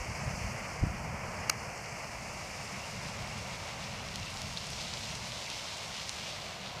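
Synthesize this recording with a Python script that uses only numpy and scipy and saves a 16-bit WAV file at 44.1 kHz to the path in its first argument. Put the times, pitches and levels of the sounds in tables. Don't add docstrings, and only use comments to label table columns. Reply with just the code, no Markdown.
import sys
import numpy as np
from scipy import signal
from scipy.fft import rfft, irfft
from scipy.io import wavfile

SR = 44100
rng = np.random.default_rng(int(sys.argv[2]) if len(sys.argv) > 2 else 0)


def voltage_ratio(decibels):
    exponent = np.asarray(decibels, float) / 20
    return 10 ** exponent


def master_out(mix):
    frames = np.transpose(np.atleast_2d(mix))
    ceiling = np.clip(frames, -1, 1)
    pcm = np.round(ceiling * 32767).astype(np.int16)
    wavfile.write(sys.argv[1], SR, pcm)


N = 299880

WET_DB = -53


def rms_one(x):
    return x / np.sqrt(np.mean(x ** 2) + 1e-20)


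def in_time(rows):
    s, *columns = np.transpose(rows)
    return [np.interp(np.arange(N) / SR, s, c) for c in columns]


def drift(rate):
    r = np.exp(-80 * np.pi * rate / SR)
    coarse = rng.standard_normal(N // 40 + 2002)
    slow = signal.lfilter([1], [1, -2 * r, r * r], coarse)[2000:]
    return np.interp(np.arange(N) / 40, np.arange(len(slow)), rms_one(slow))


def ring(clicks, hz, t60):
    r = voltage_ratio(-60 / (t60 * SR))
    w = 2 * np.pi * hz / SR
    return signal.lfilter([0, np.sin(w)], [1, -2 * r * np.cos(w), r * r], clicks + 1e-18)


def coloured(x, spectrum, shared_db, own_db, rate):
    octave = np.log2(np.maximum(np.fft.rfftfreq(N, 1 / SR), 1))
    hz, level_db = np.transpose(spectrum)
    shaped = rfft(x) * voltage_ratio(np.interp(octave, np.log2(hz), level_db, left=-90, right=-90))
    out = 0
    together = drift(rate)
    for centre in range(int(np.log2(hz[0])), int(np.log2(hz[-1])) + 2):
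        band = irfft(shaped * np.maximum(1 - abs(octave - centre), 0), N)
        out = out + band * voltage_ratio(shared_db * together + own_db * drift(rate / 2))
    return rms_one(out)


def microphone_hiss():
    # f/Hz, density/dB
    noise_spectrum = [(5000, -24), (8000, -8), (11000, -10), (13500, -14), (14300, -11), (15000, -6)]
    return voltage_ratio(-68.5) * coloured(rng.standard_normal(N), noise_spectrum, shared_db=0.1, own_db=-1.5, rate=5)


def wind():
    # t/s, rumble level/dB
    gusts = [(0.0, -47), (0.3, -41), (0.47, -42), (0.62, -46.5), (0.92, -42), (1.4, -43), (1.76, -49.5),
             (2.35, -46.5), (2.56, -49.5), (3.1, -45), (3.54, -45.5), (3.73, -49), (3.86, -45.5),
             (4.62, -45.5), (5.13, -46), (5.45, -53), (6.8, -50)]
    # f/Hz, density/dB
    rumble_spectrum = [(12, -46), (20, -16), (70, -1), (118, 0.5), (190, -2.5), (214, -4), (274, -18.5),
                       (300, -32), (330, -28), (430, -73), (730, -120)]
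    # t/s, signed height/full scale, f/Hz
    eddies = [(0.015, 0.017, 50), (.115, 0.019, 90), (.214, -0.015, 110), (0.267, 0.041, 86.5),
              (0.277, -0.049, 109), (.345, -0.021, 70), (0.386, -0.01, 62), (.42, 0.016, 80),
              (0.449, 0.037, 76), (0.476, -0.03, 75), (0.834, 0.05, 40), (0.8359, -0.13, 102),
              (0.869, -0.055, 154), (0.88, -0.029, 70), (0.904, 0.028, 80), (.935, -0.0064, 110),
              (0.964, 0.014, 60)]
    rumble = coloured(rng.standard_normal(N), rumble_spectrum, shared_db=1.0, own_db=0.7, rate=12.5)
    out = voltage_ratio(in_time(gusts)[0]) * rumble
    for s, height, hz in eddies:
        t = np.arange(N) / SR - s
        steep = 2.4 * height
        quicken = 3000 * height ** 2
        turn = 2 * np.pi * hz * (t + quicken * t * t / 2)
        swing = np.cos(turn) - steep * np.sin(2 * turn) - abs(steep) ** 1.55 * np.cos(3 * turn)
        out = out + height * np.exp(-(t * hz / 0.7) ** 2) * swing
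    return out


def housing_click():
    # f/Hz, height of the ring/dB, t60/s
    modes = [(372, -39, 0.019), (960, -31, 0.02), (1200, -26.5, 0.017), (1650, -25, 0.013),
             (2270, -22.5, 0.021), (2760, -25, 0.012), (4400, -22, .012), (5220, -16.5, 0.006),
             (5800, -21, .008), (6620, -17.5, 0.0065), (7500, -30, 0.0047), (8700, -25, 0.0044),
             (10000, -26.5, 0.0038), (11300, -30, 0.0045), (13700, -26.5, .004)]
    slip_start_s, slip_gap_s, slip_swell_db = 1.4953, 0.00061, 2
    settle_s, settle_db = 1.5125, -12
    slips = np.arange(7)
    s = np.append(slip_start_s + slip_gap_s * slips, settle_s)
    peak_db = np.append(slip_swell_db * slips, settle_db)
    at = np.round(s * SR).astype(int)
    out = np.zeros(N)
    for hz, level_db, t60 in modes:
        strength = rng.uniform(0.34, 1.6, len(s)) * rng.choice([-1, 1], len(s))
        clicks = np.zeros(N)
        clicks[at] = voltage_ratio(peak_db) * strength
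        rung = ring(clicks, hz, t60)
        out += voltage_ratio(level_db - 0.2) * rung / abs(rung).max()
    deaf = signal.butter(1, [3300, 3950], "bandstop", fs=SR, output="sos")
    return signal.sosfilt(deaf, out)


def throat(water_db, muffle_db):
    hz, t60 = 2745, 0.0063
    sung = ring(ring(rng.standard_normal(N), hz, t60), hz, t60)
    level_db = -54.5 + 0.6 * (water_db - WET_DB) - 2.8 * muffle_db + 2.6 * drift(5.5)
    return voltage_ratio(level_db) * rms_one(sung)


def slap(hz, cycles):
    turns = np.arange(-60, 61) / SR * hz
    return np.exp(-(turns / cycles) ** 2) * np.cos(2 * np.pi * turns + 2.15)


def splats():
    # t/s, peak level/dB, f/Hz
    lumps = [(1.7773, -33, 6490), (1.8235, -37, 10500), (1.8591, -34, 4860), (2.0452, -32, 5350),
             (3.275, -31, 4860), (3.4221, -31, 5350), (4.0866, -29, 4860), (4.1585, -26.5, 9540),
             (4.1994, -30.5, 5890), (4.2312, -27, 3640), (4.3063, -35, 9540), (4.342, -31, 7860),
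             (4.3725, -25, 4860), (4.4185, -28.5, 9500), (4.6695, -31, 7860), (4.704, -30, 9540),
             (4.7334, -26, 4010), (4.8173, -26, 5350), (4.9385, -21.5, 4860), (4.9731, -28, 3640),
             (5.1538, -29.5, 7800), (5.5016, -29, 8660), (5.7726, -30.5, 7140), (5.8461, -37.5, 8660),
             (5.97, -32, 7140), (6.0758, -35, 8660), (6.0942, -22, 7060), (6.1626, -32, 7800),
             (6.3041, -35, 8660), (6.6719, -32, 3300)]
    # t/s, peak level/dB, f/Hz, length/cycles
    plops = [
        (4.5736, -23, 4010, 1.5),
    ]
    soft_db, hard_db = -37, -27
    soft_cycles, hard_cycles = 1.5, 0.6
    rows = []
    for s, db, hz in lumps:
        rows.append((s, db, hz, np.interp(db, [soft_db, hard_db], [soft_cycles, hard_cycles])))
    out = np.zeros(N)
    for s, peak_db, hz, cycles in rows + plops:
        big = np.clip((peak_db + 34) / 6, 0, 1)
        bright = np.clip((hz - 5500) / 1500, 0, 1.4)
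        body = slap(4400, 0.65) * big * bright
        start = round(s * SR) - 62
        out[start:start + 121] += voltage_ratio(peak_db - 1.5 + 3.8 * big) * (slap(hz, cycles) + body)
    distance = signal.butter(3, 10500, fs=SR, output="sos")
    return signal.sosfilt(distance, out + 1e-18)


def spatter(water_db):
    # f/Hz, density/dB
    spatter_spectrum = [(900, -25), (1600, -8), (2200, 0.5), (2750, 2), (3150, 2.5), (3700, 2), (4300, 2),
                        (6000, -3.5), (8300, -13.5), (15000, -38)]
    sizes = voltage_ratio(3.3 * np.minimum(rng.exponential(1, N), 4.6)) * rng.choice([-1, 1], N)
    drops_per_s = 9000 * voltage_ratio(drift(40))
    landed = rng.random(N) < drops_per_s / SR
    sizzle = coloured(sizes * landed, spatter_spectrum, shared_db=-1.0, own_db=-0.6, rate=9.6)
    return voltage_ratio(water_db + 4.5) * sizzle


def jet(force_db, mist_db, muffle_db):
    # f/Hz, density/dB
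    roar_spectrum = [(160, -16), (280, -10.5), (400, -9), (620, -1), (845, -4), (970, -3), (1300, -7),
                     (1600, -10), (2100, -18), (3000, -48)]
    # f/Hz, density/dB
    rush_spectrum = [(1200, -29), (1650, -11), (1950, -3), (2250, -0.5), (2520, -4.5), (2800, -6.5),
                     (3050, -13.5), (3450, -23), (4300, -31)]
    # f/Hz, density/dB
    hiss_spectrum = [(3300, -59), (4050, -12), (4400, -3.5), (5100, 1), (6400, -2), (7400, -6),
                     (10500, -17), (12900, -23.5), (15000, -31.5)]
    roar = coloured(rng.standard_normal(N), roar_spectrum, shared_db=0.5, own_db=0.5, rate=16)
    rush = coloured(rng.standard_normal(N), rush_spectrum, shared_db=1.18, own_db=-0.5, rate=32)
    hiss = coloured(rng.standard_normal(N), hiss_spectrum, shared_db=0.85, own_db=0.5, rate=36)
    roar_db = -46 + force_db
    rush_db = -49 + force_db + 0.47 * mist_db - muffle_db
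    hiss_db = -51 + mist_db + 0.076 * force_db
    return voltage_ratio(roar_db) * roar + voltage_ratio(rush_db) * rush + voltage_ratio(hiss_db) * hiss


def scene():
    # t/s, force level/dB, level of mist torn off/dB
    column = [(0.0, 2, 1.5), (0.44, 2, 2.5), (0.81, 2.5, -0.5), (1.1, 1.6, -3), (1.38, 3.5, -0.6),
              (1.72, 1.2, -0.3), (2.18, 0.1, 0.6), (2.69, 0, 2.5), (3.29, 0.3, 1), (4.0, -0.8, -1),
              (4.83, -2.5, 3), (5.3, -2, 2.5), (6.17, -1.5, 0), (6.34, -1.1, -4.5), (6.8, -0.5, -8)]
    # t/s, level/dB
    falling = [(0.0, -71), (1.72, -79), (2.18, -65), (2.8, -56.5), (4.0, -53), (4.83, -48), (5.21, -49.5),
               (5.72, -48), (6.24, -47), (6.4, -49.5), (6.8, -52)]
    force_db, mist_db = in_time(column)
    water_db, = in_time(falling)
    muffle_db = 0.78 * np.maximum(water_db - WET_DB, 0)

    near = microphone_hiss() + wind() + housing_click()
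    water = throat(water_db, muffle_db) + splats() + spatter(water_db)
    mono = near + water + jet(force_db, mist_db, muffle_db)
    return np.stack([mono, mono])


def band_limit(x):
    return signal.sosfilt(signal.butter(12, 16090, fs=SR, output="sos"), x)


def record(dry):
    top_cut = signal.cheby2(12, 45, 15600, fs=SR, output="sos")
    return band_limit(signal.sosfilt(top_cut, dry))


dry = scene()
out = record(dry)
master_out(out)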